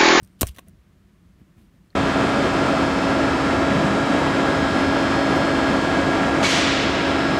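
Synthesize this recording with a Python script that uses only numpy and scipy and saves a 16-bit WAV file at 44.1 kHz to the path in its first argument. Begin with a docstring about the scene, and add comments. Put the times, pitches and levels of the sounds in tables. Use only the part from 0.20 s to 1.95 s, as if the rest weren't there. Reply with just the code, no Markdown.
"""In a quiet room, a piece of foam packing is snapped by hand close to the microphone.
A crack tears through the beads in a few bursts, the freed halves thump and knock,
and the broken faces scrape past each other. A few light taps, rubs and faint clinks follow
over the low rumble of the room. The crunchy sounds are made of many tiny random clicks."""
import sys
import numpy as np
from scipy import signal
from scipy.fft import rfft, irfft, next_fast_len
from scipy.io import wavfile
from scipy.ndimage import uniform_filter1d

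SR = 44100
rng = np.random.default_rng(int(sys.argv[2]) if len(sys.argv) > 2 else 0)


def unload_audio(sound):
    """Save the sound as a 16-bit wav file, at the path given as the first command line argument."""
    columns = np.transpose(np.atleast_2d(sound))
    # keep every value between -1 and 1, then stretch to whole-number steps
    steps = np.round(np.clip(columns, -1, 1) * 32767)
    wavfile.write(sys.argv[1], SR, steps.astype(np.int16))


N = 77175
T = np.arange(N) / SR
ATTACK_S = 0.00014


def from_db(db):
    """Turns decibels into a number to multiply by."""
    return 10 ** (np.asarray(db) / 20)


def colour(x, points):
    """Gives a sound a tone colour: some pitches get stronger, others weaker."""
    hz, db = np.transpose(points)
    size = next_fast_len(2 * N, True)
    pitches = np.arange(size // 2 + 1) * SR / size
    gain = from_db(np.interp(np.log(pitches + 1), np.log(hz), db))
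    gain /= np.sqrt(np.mean(gain ** 2))
    # This fold keeps the filter from sounding before the click that sets it off.
    cepstrum = irfft(np.log(gain), size)
    fold = 1 + np.sign(size // 2 - np.arange(size)) * (np.arange(size) > 0)
    response = np.exp(rfft(cepstrum * fold))
    return irfft(rfft(x, size) * response, size)[:N]


def high_pass(x, hz):
    """Weakens what lies below a pitch."""
    return signal.sosfilt(signal.butter(2, min(hz, SR / 3), "high", fs=SR, output="sos"), x + 1e-18)


def envelope(start, attack, hold, fade):
    """Rises, holds, then dies away. A fade time is the seconds it takes to drop 60 dB."""
    rise = np.clip((T - start) / attack, 0, 1)
    return rise * from_db(-60 * np.maximum(T - start - attack - hold, 0) / fade)


def strokes(rows):
    """Pressure that swells and fades with each movement."""
    return sum(from_db(db) * np.sin(np.pi * np.clip((T - start) / length, 0, 1))
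               for start, length, db in rows)


def waver(db, per_second):
    """A level that wanders up and down at random by about db."""
    steps = np.clip(rng.standard_normal(N), -2, 2)
    return from_db(db * np.interp(T * per_second, np.arange(N), steps))


def grains(per_second=18000, spread_db=3):
    """Tiny cell walls burst as clicks of uneven size, with the overall level evened out."""
    sizes = from_db(spread_db * np.minimum(rng.exponential(1, N), 4)) * rng.choice([-1, 1], N)
    clicks = sizes * (rng.random(N) < per_second / SR)
    return clicks / np.sqrt(uniform_filter1d(clicks ** 2, size=64) + 1e-6)


def ring(x, hz, fade):
    """Makes every click ring on as a dying tone."""
    decay = np.exp(-np.log(1000) / (fade * SR))
    angle = 2 * np.pi * hz / SR
    return signal.lfilter([0, np.sin(angle)], [1, -2 * decay * np.cos(angle), decay ** 2], x + 1e-18)


def dying_tones(rows, rise):
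    """One quickly dying pure tone for each row."""
    return sum(from_db(db) * envelope(start, rise, 0, fade) * np.sin(2 * np.pi * hz * (T - start))
               for start, db, hz, fade in rows)


def crunch(bursts, rings, tone):
    """Many cell walls burst in a rush and set the foam ringing briefly."""
    level = sum(from_db(db) * envelope(start, ATTACK_S, hold, fade) for start, db, hold, fade in bursts)
    clicks = grains() * level
    ringing = sum(from_db(db) * ring(clicks, hz, fade) for hz, db, fade in rings)
    return colour(clicks + ringing, tone)


def room_rumble():
    """The room's low background noise, whose bass wavers."""
    # The rumble's tone colour. Each row: pitch in Hz, relative level in dB.
    tone = [(15, -41.5), (25, -15), (50, 1), (97, 1), (130, -9.5), (165, 0.5), (200, 0.5), (235, -12),
            (354, -11.5), (420, -21.5), (650, -23), (840, -28.5), (1000, -25), (1890, -27.5), (5000, -37),
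            (16000, -44)]
    noise = from_db(-54.5) * colour(rng.standard_normal(N), tone)
    bass = signal.sosfiltfilt(signal.butter(2, 403, fs=SR, output="sos"), noise)  # below 403 Hz
    return noise + bass * (waver(db=2.07, per_second=20) - 1)


def rubbing():
    """Foam sticks and slips: a thin, high sizzle under a light touch, a dense scrape under a firm rub."""
    # Light touches, then firm rubs. Each row: start in seconds, length in seconds, level in dB.
    touches = [(.025, 0.022, -58.5), (0.0059, .07, -64), (.07, 0.111, -76.5)]
    rubs = [(0.185, 0.035, -62.5), (.257, 0.015, -55), (.275, 0.022, -42.5), (0.286, 0.041, -59.5),
            (.344, 0.017, -55), (.368, 0.011, -61), (0.463, .04, -73), (1.357, .13, -72.5)]
    # Their tone colours. Each row: pitch in Hz, relative level in dB.
    sizzle_tone = [(500, -12), (4000, -8.5), (5200, -5), (7200, -11.5), (8600, 8), (9700, 0), (11000, -5),
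                   (14000, -6.5), (16000, -11.5)]
    scrape_tone = [(200, -1), (600, -8.5), (1400, -4), (2900, 7.5), (4700, 3), (6100, -2.5), (9000, 2),
                   (12000, 0.5), (15000, -6.5)]
    slips = waver(db=3.5, per_second=920)
    scrape = colour(grains() * slips * strokes(rubs), scrape_tone)
    sizzle = colour(grains(per_second=600) * slips * strokes(touches), sizzle_tone)
    return sizzle + scrape


def thumps():
    """The pieces thump and boom as they jerk apart or are handled."""
    # Each row: start in seconds, level in dB, pitch in Hz, fade time in seconds.
    jolts = [(.0245, -33, 126.3, .05), (.2181, -9.5, 280, 0.021), (.2305, -15.5, 400, 0.015),
             (.2322, -9, 101.8, 0.035), (.2425, -31.5, 58, 0.32), (.292, -30, 67.3, 0.16),
             (.3878, -36.5, 244, 0.011), (1.216, -37.5, 210, 0.034)]
    return dying_tones(jolts, rise=0.00026)


def bead_ticks():
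    """Single beads slip or pop with short, bright ticks."""
    # Each row: start in seconds, level in dB, fade time in seconds, lowest pitch in Hz.
    pops = [(0.033, -46, 0.011, 5040), (.047, -46, 0.015, 4930), (.063, -64.5, 0.0085, 5000),
            (0.075, -48, 0.0048, 5030), (.2010, -59, .008, 5042), (0.25, -57, 0.014, 2000),
            (0.257, -43, 0.018, 2000), (0.2668, -39.5, 0.012, 4400), (0.2699, -19, 0.0035, 4860),
            (0.274, -28.5, 0.026, 4500), (0.3624, -44.5, 0.033, 2010), (.3664, -61, 0.013, 1800),
            (.3702, -64, 0.0074, 7000), (0.3835, -46.5, 0.0076, 1000), (0.395, -37, 0.0083, 9100),
            (0.4842, -31.5, 0.0036, 10200), (0.4947, -54, 0.0093, 5110)]
    # The ticks' tone colour. Each row: pitch in Hz, relative level in dB.
    tone = [(300, -20.5), (1500, 9.5), (3000, -2), (4500, -10.5), (5900, -1.5), (7500, -8), (9000, -2),
            (11000, -8), (15000, -6.5)]
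    hold_s = 0.00018
    clicks = grains()
    ticks = sum(high_pass(clicks * from_db(db) * envelope(start, ATTACK_S, hold_s, fade), hz)
                for start, db, fade, hz in pops)
    return colour(ticks, tone)


def hand_rumble():
    """The moving hand makes soft swells of low noise."""
    # Each row: start in seconds, length in seconds, level in dB.
    moves = [(.075, 0.039, -57), (.415, 0.035, -59), (.462, 0.034, -49), (.87, 0.057, -66.5),
             (1.175, .05, -52.5), (1.35, 0.075, -51.5), (1.51, 0.075, -55.5)]
    # The hand's tone colour. Each row: pitch in Hz, relative level in dB.
    tone = [(25, -24), (65, -4.5), (120, 2.5), (180, -1), (280, -7), (430, -23), (630, -16), (900, -35.5),
            (2000, -28.5), (5000, -44)]
    return colour(rng.standard_normal(N) * strokes(moves), tone)


def crack():
    """The crack jumps through the beads with a bright snap."""
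    # Each row: start in seconds, level in dB, hold and fade times in seconds.
    jumps = [(.2100, -15.5, .0008, 0.004), (0.2112, -22, 0.003, .014), (.2157, -13, 0.00058, .007),
             (.2184, -21, 0.0013, 0.016)]
    # The foam's ringing. Each row: pitch in Hz, level in dB, fade time in seconds.
    rings = [(6430, -44.5, .015), (7380, -37, .015), (8200, -31, 0.044), (9610, -34.5, 0.03),
             (12400, -28, 0.02), (14120, -37, 0.0065)]
    # The snap's tone colour. Each row: pitch in Hz, relative level in dB.
    tone = [(100, -14), (500, -1), (1100, -3.5), (1600, -8), (2200, -5), (3000, -7.5), (3900, -2),
            (4800, -6.5), (5800, 0.5), (9400, 1.5), (11500, -1.5), (14300, 6), (16000, -8.5)]
    return crunch(jumps, rings, tone)


def knocks():
    """A piece hits something and gives a duller, hollow crunch."""
    # Each row: start in seconds, level in dB, hold and fade times in seconds.
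    hits = [(.2305, -14, .0009, 0.0024), (0.3717, -47.5, 0.00045, 0.036), (.3843, -37.5, 0.0025, 0.0085),
            (.3912, -35.5, 0.00072, 0.0078), (1.382, -64.5, 0.0021, 0.021)]
    # The piece's hollow ring. Each row: pitch in Hz, level in dB, fade time in seconds.
    rings = [(670, -40.5, 0.026), (739.2, -36, 0.02), (1137, -43, .03), (1969, -38, 0.015)]
    # The knocks' tone colour. Each row: pitch in Hz, relative level in dB.
    tone = [(100, -6), (700, -1.5), (1100, 4.5), (1400, -0.5), (1900, 2.5), (2500, 0.5), (3700, 0.5),
            (4900, -17.5), (6000, -4), (7500, -12.5), (10000, -10.5), (15000, -11.5)]
    return crunch(hits, rings, tone)


def clinks():
    """Two faint, small clinks near the end."""
    # Each row: start in seconds, level in dB, pitch in Hz, fade time in seconds.
    pings = [(1.704, -53, 4260, 0.017), (1.729, -57, 1820, .03)]
    return dying_tones(pings, rise=ATTACK_S)


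def echoes(x, delay, fade, db):
    """Sound bounces off surfaces and blurs into a dying tail."""
    tail = rng.standard_normal(N) * envelope(delay, ATTACK_S, 0, fade)
    tail /= np.sqrt(np.sum(tail ** 2))
    return from_db(db) * signal.fftconvolve(x, tail)[:N]


def scene():
    """The close sounds, their echoes from nearby surfaces and the room, and the rumble."""
    close = crack() + knocks() + bead_ticks() + rubbing() + thumps() + clinks()
    near_echo = echoes(close, delay=0.0016, fade=0.11, db=-16.5)
    room_echo = echoes(close, delay=0.006, fade=0.35, db=-32)
    return (close + near_echo + room_echo + room_rumble() + hand_rumble())[None]


def record(dry):
    """The microphone loses the deepest bass, and the highest treble is cut steeply."""
    lowest_hz, highest_hz = 29.6, 15750
    treble_cut = signal.firwin(301, highest_hz, window="blackman", fs=SR)
    return signal.fftconvolve(high_pass(dry, lowest_hz), treble_cut[None], mode="same", axes=1)


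dry = scene()
out = record(dry)
unload_audio(out)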